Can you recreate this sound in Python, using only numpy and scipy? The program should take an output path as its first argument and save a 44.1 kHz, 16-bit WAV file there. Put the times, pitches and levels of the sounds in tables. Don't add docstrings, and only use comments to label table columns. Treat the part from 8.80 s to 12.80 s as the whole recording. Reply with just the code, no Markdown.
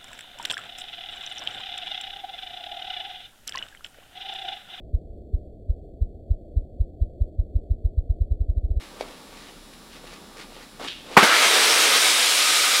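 import sys
import numpy as np
from scipy import signal
from scipy.fft import rfft, irfft, next_fast_len
from scipy.io import wavfile
from scipy.ndimage import uniform_filter1d, map_coordinates

SR = 44100
rng = np.random.default_rng(int(sys.argv[2]) if len(sys.argv) > 2 else 0)


def to_wav(s):
    ch = np.atleast_2d(s).T
    pcm = np.round(np.clip(ch, -1, 1) * 32767)
    wavfile.write(sys.argv[1], SR, pcm.astype(np.int16))


N = 176400
T = np.arange(N) / SR


def amp(db):
    return 10 ** (np.asarray(db) / 20)


def unit(x):
    return x / np.sqrt(np.mean(x ** 2) + 1e-20)


def along(points, hz):
    freqs, values = np.transpose(points)
    return np.interp(np.log(hz + 1), np.log(freqs + 1), values)


def curves(rows):
    times, *columns = np.transpose(rows)
    return [np.interp(T, times, column) for column in columns]


def wobble(per_s):
    return map_coordinates(rng.standard_normal(2048), [T * per_s], mode="wrap")


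def filtered(x, response):
    size = next_fast_len(N + SR // 2)
    return irfft(rfft(x, size) * response(np.fft.rfftfreq(size, 1 / SR)), size)[..., :N]


def low_cut(x, hz):
    return signal.sosfilt(signal.butter(4, hz, "high", fs=SR, output="sos"), x)


def noise(colour):
    return unit(filtered(rng.standard_normal(N), lambda hz: amp(along(colour, hz))))


def grains(colour, per_s):
    slips = (rng.random(N) < per_s / SR) * rng.standard_normal(N)
    return unit(filtered(slips, lambda hz: amp(along(colour, hz))))


def resonance(centre_hz, width_hz):
    a, b = filtered(rng.standard_normal((2, N)), lambda hz: 1 / (1 + (hz / width_hz) ** 2) ** 2)
    phase = 2 * np.pi * np.cumsum(centre_hz * np.ones(N)) / SR
    return unit(a * np.cos(phase) + b * np.sin(phase))


def burst(start, attack, hold, t60):
    rise = np.clip((T - start) / attack + .5, 0, 1) ** 2
    return rise * amp(-60 * np.clip((T - start - hold) / t60, 0, 2))


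def ring(start, modes):
    age = np.clip(T - start, 0, .5)
    return sum(amp(db - 60 * age / t60) * np.sin(2 * np.pi * hz * age) for hz, db, t60 in modes)


# frequency in Hz, t60 in seconds.
ROOM_DECAY = [(100, 0.2), (600, 0.23), (3000, 1), (14000, 0.27)]
def room(x, tail_db=-12.5, wall_db=-15):
    hz, t, spectrum = signal.stft(rng.standard_normal(SR // 2), SR, nperseg=256)
    tail = signal.istft(spectrum * amp(-60 * t / along(ROOM_DECAY, hz)[:, None]), SR, nperseg=256)[1]
    impulse = amp(tail_db) * tail / np.linalg.norm(tail)
    delays = (rng.uniform(.002, .02, size=6) * SR).astype(int)
    impulse[delays] += amp(wall_db) * rng.choice([-1, 1], size=6)
    return x + signal.fftconvolve(x, impulse)[:N]


# frequency in Hz, gain in dB.
AIR_COLOUR = [(20, -7), (32, 13), (45, -10), (65, 3), (95, -11.5), (160, 2), (270, 3.5), (400, -6),
              (900, -16), (1700, -13), (4000, -15), (7000, -19.5), (11000, -21.5), (16000, -28)]
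def room_tone(air_db=-50, hum_db=-58, hum_hz=29.8):
    return amp(air_db) * noise(AIR_COLOUR) + amp(hum_db) * np.sin(2 * np.pi * hum_hz * T)


# frequency in Hz, level of a harmonic there in dB.
BUZZ_LEVELS = [(120, -78), (1300, -69), (2000, -75), (3200, -74), (3800, -65), (4600, -74), (5300, -70),
               (6400, -80), (7500, -72.5), (8400, -83), (9200, -75), (10000, -78), (10700, -74.5),
               (11500, -87), (12800, -84), (15500, -94)]
TOP_HZ = 15850
def lights(buzz_hz=119.95, scatter_db=2.5):
    hz = buzz_hz * np.arange(1, int(TOP_HZ / buzz_hz))
    gains = amp(along(BUZZ_LEVELS, hz) + scatter_db * rng.standard_normal(len(hz)))
    turn = np.linspace(0, 1, 4096)
    phases = np.outer(hz / buzz_hz, turn) + rng.random((len(hz), 1))
    cycle = gains @ np.sin(2 * np.pi * phases)
    return np.sqrt(2) * np.interp(T * buzz_hz % 1, turn, cycle)


# peak time in seconds, half length in seconds, level in dB.
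CLOTH_SWISHES = [(.01, 0.063, -48.5), (0.211, 0.012, -43), (0.265, 0.15, -52), (0.61, .1, -49.5),
                 (.69, .008, -50), (.935, 0.0066, -50), (1.148, .035, -49), (1.271, 0.024, -48.5),
                 (1.337, 0.034, -47.5), (1.572, .004, -45), (1.608, 0.03, -44.5), (1.754, 0.04, -52),
                 (1.822, 0.036, -51), (2.044, 0.03, -37.5), (2.345, 0.052, -40.5)]
# frequency in Hz, gain in dB.
CLOTH_COLOUR = [(200, -10), (700, -8.5), (2000, 4.5), (4000, 1.5), (6500, -7.5), (10000, -12.5),
                (16000, -30)]
CRINKLES_PER_S = 2800
def cloth():
    power = sum(amp(db) ** 2 / (1 + ((T - peak) / half) ** 2 / 2) ** 4 for peak, half, db in CLOTH_SWISHES)
    return np.sqrt(power) * grains(CLOTH_COLOUR, CRINKLES_PER_S)


# time in seconds,
# level in dB.
RUB_RIDE = [(0, -49), (.13, -51), (.24, -45), (.35, -50.5), (.7, -52.5), (.8, -58), (1.15, -53.5),
            (1.4, -50.5), (1.53, -52.5), (1.6, -47.5), (1.68, -55.5), (1.79, -47.5), (1.9, -58),
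            (1.99, -55), (2.01, -38), (2.06, -39), (2.13, -59), (2.26, -50), (2.33, -41), (2.5, -32)]
# frequency in Hz, gain in dB.
RUB_COLOUR = [(80, -30), (250, -2.5), (400, 1.5), (700, -1), (1300, -4), (2200, -27), (8000, -43)]
def rubs():
    return amp(curves(RUB_RIDE)[0]) * grains(RUB_COLOUR, CRINKLES_PER_S)


# start in seconds, level in dB.
HANDLE_HITS = [(.209, -22), (.69, -46), (1.241, -42), (1.33, -41), (1.566, -43), (1.722, -43), (1.765, -38),
               (1.997, -31), (2.004, -32), (2.013, -31), (2.315, -32.5)]
# frequency in Hz, gain in dB.
CLACK_COLOUR = [(100, -74), (300, -10), (450, 6), (750, -3.5), (1100, -15.5), (2000, -12), (4500, -14.5),
                (9000, -33), (16000, -40)]
# pitch in Hz, gain in dB, t60 in seconds.
HANDLE_RING = [(464, -7.5, 0.02), (664, 4, .018)]
def handle(clack_db=-5):
    clack = amp(clack_db) * noise(CLACK_COLOUR)
    knocks = sum(amp(db) * (ring(start, HANDLE_RING) + clack * burst(start, .0013, hold=.0015, t60=.027))
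                 for start, db in HANDLE_HITS)
    return low_cut(knocks, hz=330)


# time in seconds, level in dB.
CABLE_RIDE = [(2.06, -75), (2.074, -37), (2.084, -26), (2.094, -39), (2.125, -37), (2.135, -44.5),
              (2.2, -48), (2.225, -53), (2.36, -65), (2.4, -93)]
# frequency in Hz, gain in dB.
SCRAPE_COLOUR = [(800, -22), (2300, -9), (2850, 0), (3600, -2.5), (4600, -10), (6000, -19), (14000, -46)]
def cable():
    return amp(curves(CABLE_RIDE)[0]) * grains(SCRAPE_COLOUR, per_s=3800)


# start in seconds, level in dB, then attack, hold and t60 in seconds.
PACK_HITS = [(2.372, 14, .013, .006, .085), (2.426, 12.5, .004, .008, .09)]
# frequency in Hz, gain in dB.
BLAST_COLOUR = [(25, -31), (90, -27), (130, -11), (190, -14), (500, 2.5), (850, 2), (1300, -1.5),
                (2400, -2.5), (4000, -16.5), (7000, -25.5), (16000, -32)]
# pitch in Hz, gain in dB, t60 in seconds.
PACK_BOOM = [(205, -8, .09), (280, -9, .08), (920, -11, .04)]
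def thumps():
    blast = noise(BLAST_COLOUR)
    pops = sum(amp(db) * (blast * burst(start, attack, hold, t60) + ring(start, PACK_BOOM))
               for start, db, attack, hold, t60 in PACK_HITS)
    return low_cut(pops, hz=155)


def unfolding(x, depth_db=1.0, patch_hz=350, patch_s=.12):
    hz, t, spectrum = signal.stft(x, SR, nperseg=512)
    patches = uniform_filter1d(rng.standard_normal(spectrum.shape), round(patch_hz / hz[1]), axis=0)
    patches = uniform_filter1d(patches, round(patch_s / t[1]), axis=1)
    return unit(signal.istft(spectrum * amp(depth_db * unit(patches)), nperseg=512)[1][:N])


# start and end in seconds, pitch and width in Hz, level in dB.
BAG_TONES = [(3.58, 4.05, 1240, 65, -9.5), (3.17, 3.32, 2200, 110, -8.5), (3.36, 3.54, 4860, 90, -10),
             (3.19, 3.35, 3700, 550, -5), (2.6, 3.28, 470, 80, -12), (2.43, 2.59, 1350, 120, -2.5)]
def bag_tones(fade_s=.06):
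    return sum(amp(db) * np.clip(np.minimum(T - start, end - T) / fade_s, 0, 1) * resonance(hz, width)
               for start, end, hz, width, db in BAG_TONES)


# time in seconds, roar level in dB, hiss level in dB.
JET_RIDE = [(2.365, -29, -26), (2.385, 6, -2), (2.42, 4, -4), (2.44, 2, 3), (2.49, 2.5, -1),
            (2.6, 2.5, 2.5), (2.95, 0.5, 4.5), (3.1, 0.5, 4), (3.24, -2.5, 5), (3.34, -2.5, 3.5),
            (3.5, -4.5, 4), (3.75, -5, 4), (4, -4.5, 3.5)]
# frequency in Hz, gain in dB.
ROAR_COLOUR = [(30, -57), (90, -37), (170, -19), (290, -5), (370, -5), (470, 0.5), (560, 0), (680, -0.5),
               (900, 1.5), (1070, 3), (1300, 4), (2200, 1.5), (4000, -0.5), (16000, -59)]
HISS_COLOUR = [(60, -62), (250, -20), (700, -12.5), (1050, -18), (1400, -3.5), (1800, -6), (2200, 0.5),
               (2700, -0.5), (3700, 1), (4300, -1), (5000, -0.5), (6800, -4.5), (8800, -4.5), (11000, -10),
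               (13000, -15.5), (16000, -23.5)]
# time in seconds, pitch in Hz, level in dB.
HOLLOW_SWEEP = [(2.365, 1105, -11), (2.39, 1205, 2), (2.415, 1200, 0), (2.46, 1550, -2), (2.5, 1400, -3.5),
                (2.56, 1950, -2), (2.65, 2300, -8), (2.8, 2490, -21), (3.1, 2600, -34)]
def gas(valve_s=2.367, opening_s=.0016, waver_db=.84, flutter_db=.3):
    roar_db, hiss_db = curves(JET_RIDE)
    hollow_hz, hollow_db = curves(HOLLOW_SWEEP)
    roar = amp(roar_db + waver_db * wobble(per_s=21.91)) * noise(ROAR_COLOUR)
    hiss = amp(hiss_db) * unfolding(noise(HISS_COLOUR))
    hollow = amp(hollow_db) * resonance(hollow_hz, width_hz=310)
    tones = bag_tones()
    valve = np.clip((T - valve_s) / opening_s, 0, 1)
    flow = valve * amp(flutter_db * wobble(per_s=25))
    return room(flow * (roar + hollow)) + flow * (hiss + tones)


def scene(mic_hiss_db=-70.5):
    pack = room(handle() + rubs() + cloth() + cable() + thumps())
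    centre = pack + gas() + lights() + room_tone()
    return centre + amp(mic_hiss_db) * rng.standard_normal((2, N))


def record(dry):
    threshold_db, max_duck_db = -24, 23
    follow = lambda x, lag_s: signal.lfilter([1 / (lag_s * SR)], [1, 1 / (lag_s * SR) - 1], x)
    level_db = 10 * np.log10(follow(dry[0] ** 2, lag_s=.003) + 1e-12)
    duck_db = follow(np.clip(level_db - threshold_db, 0, max_duck_db), lag_s=.008)
    ducked = dry * amp(-duck_db)
    clipped = ducked / (1 + np.abs(ducked) ** 6) ** (1 / 6)
    return filtered(clipped, lambda hz: hz < TOP_HZ)


dry = scene()
out = record(dry)
to_wav(out)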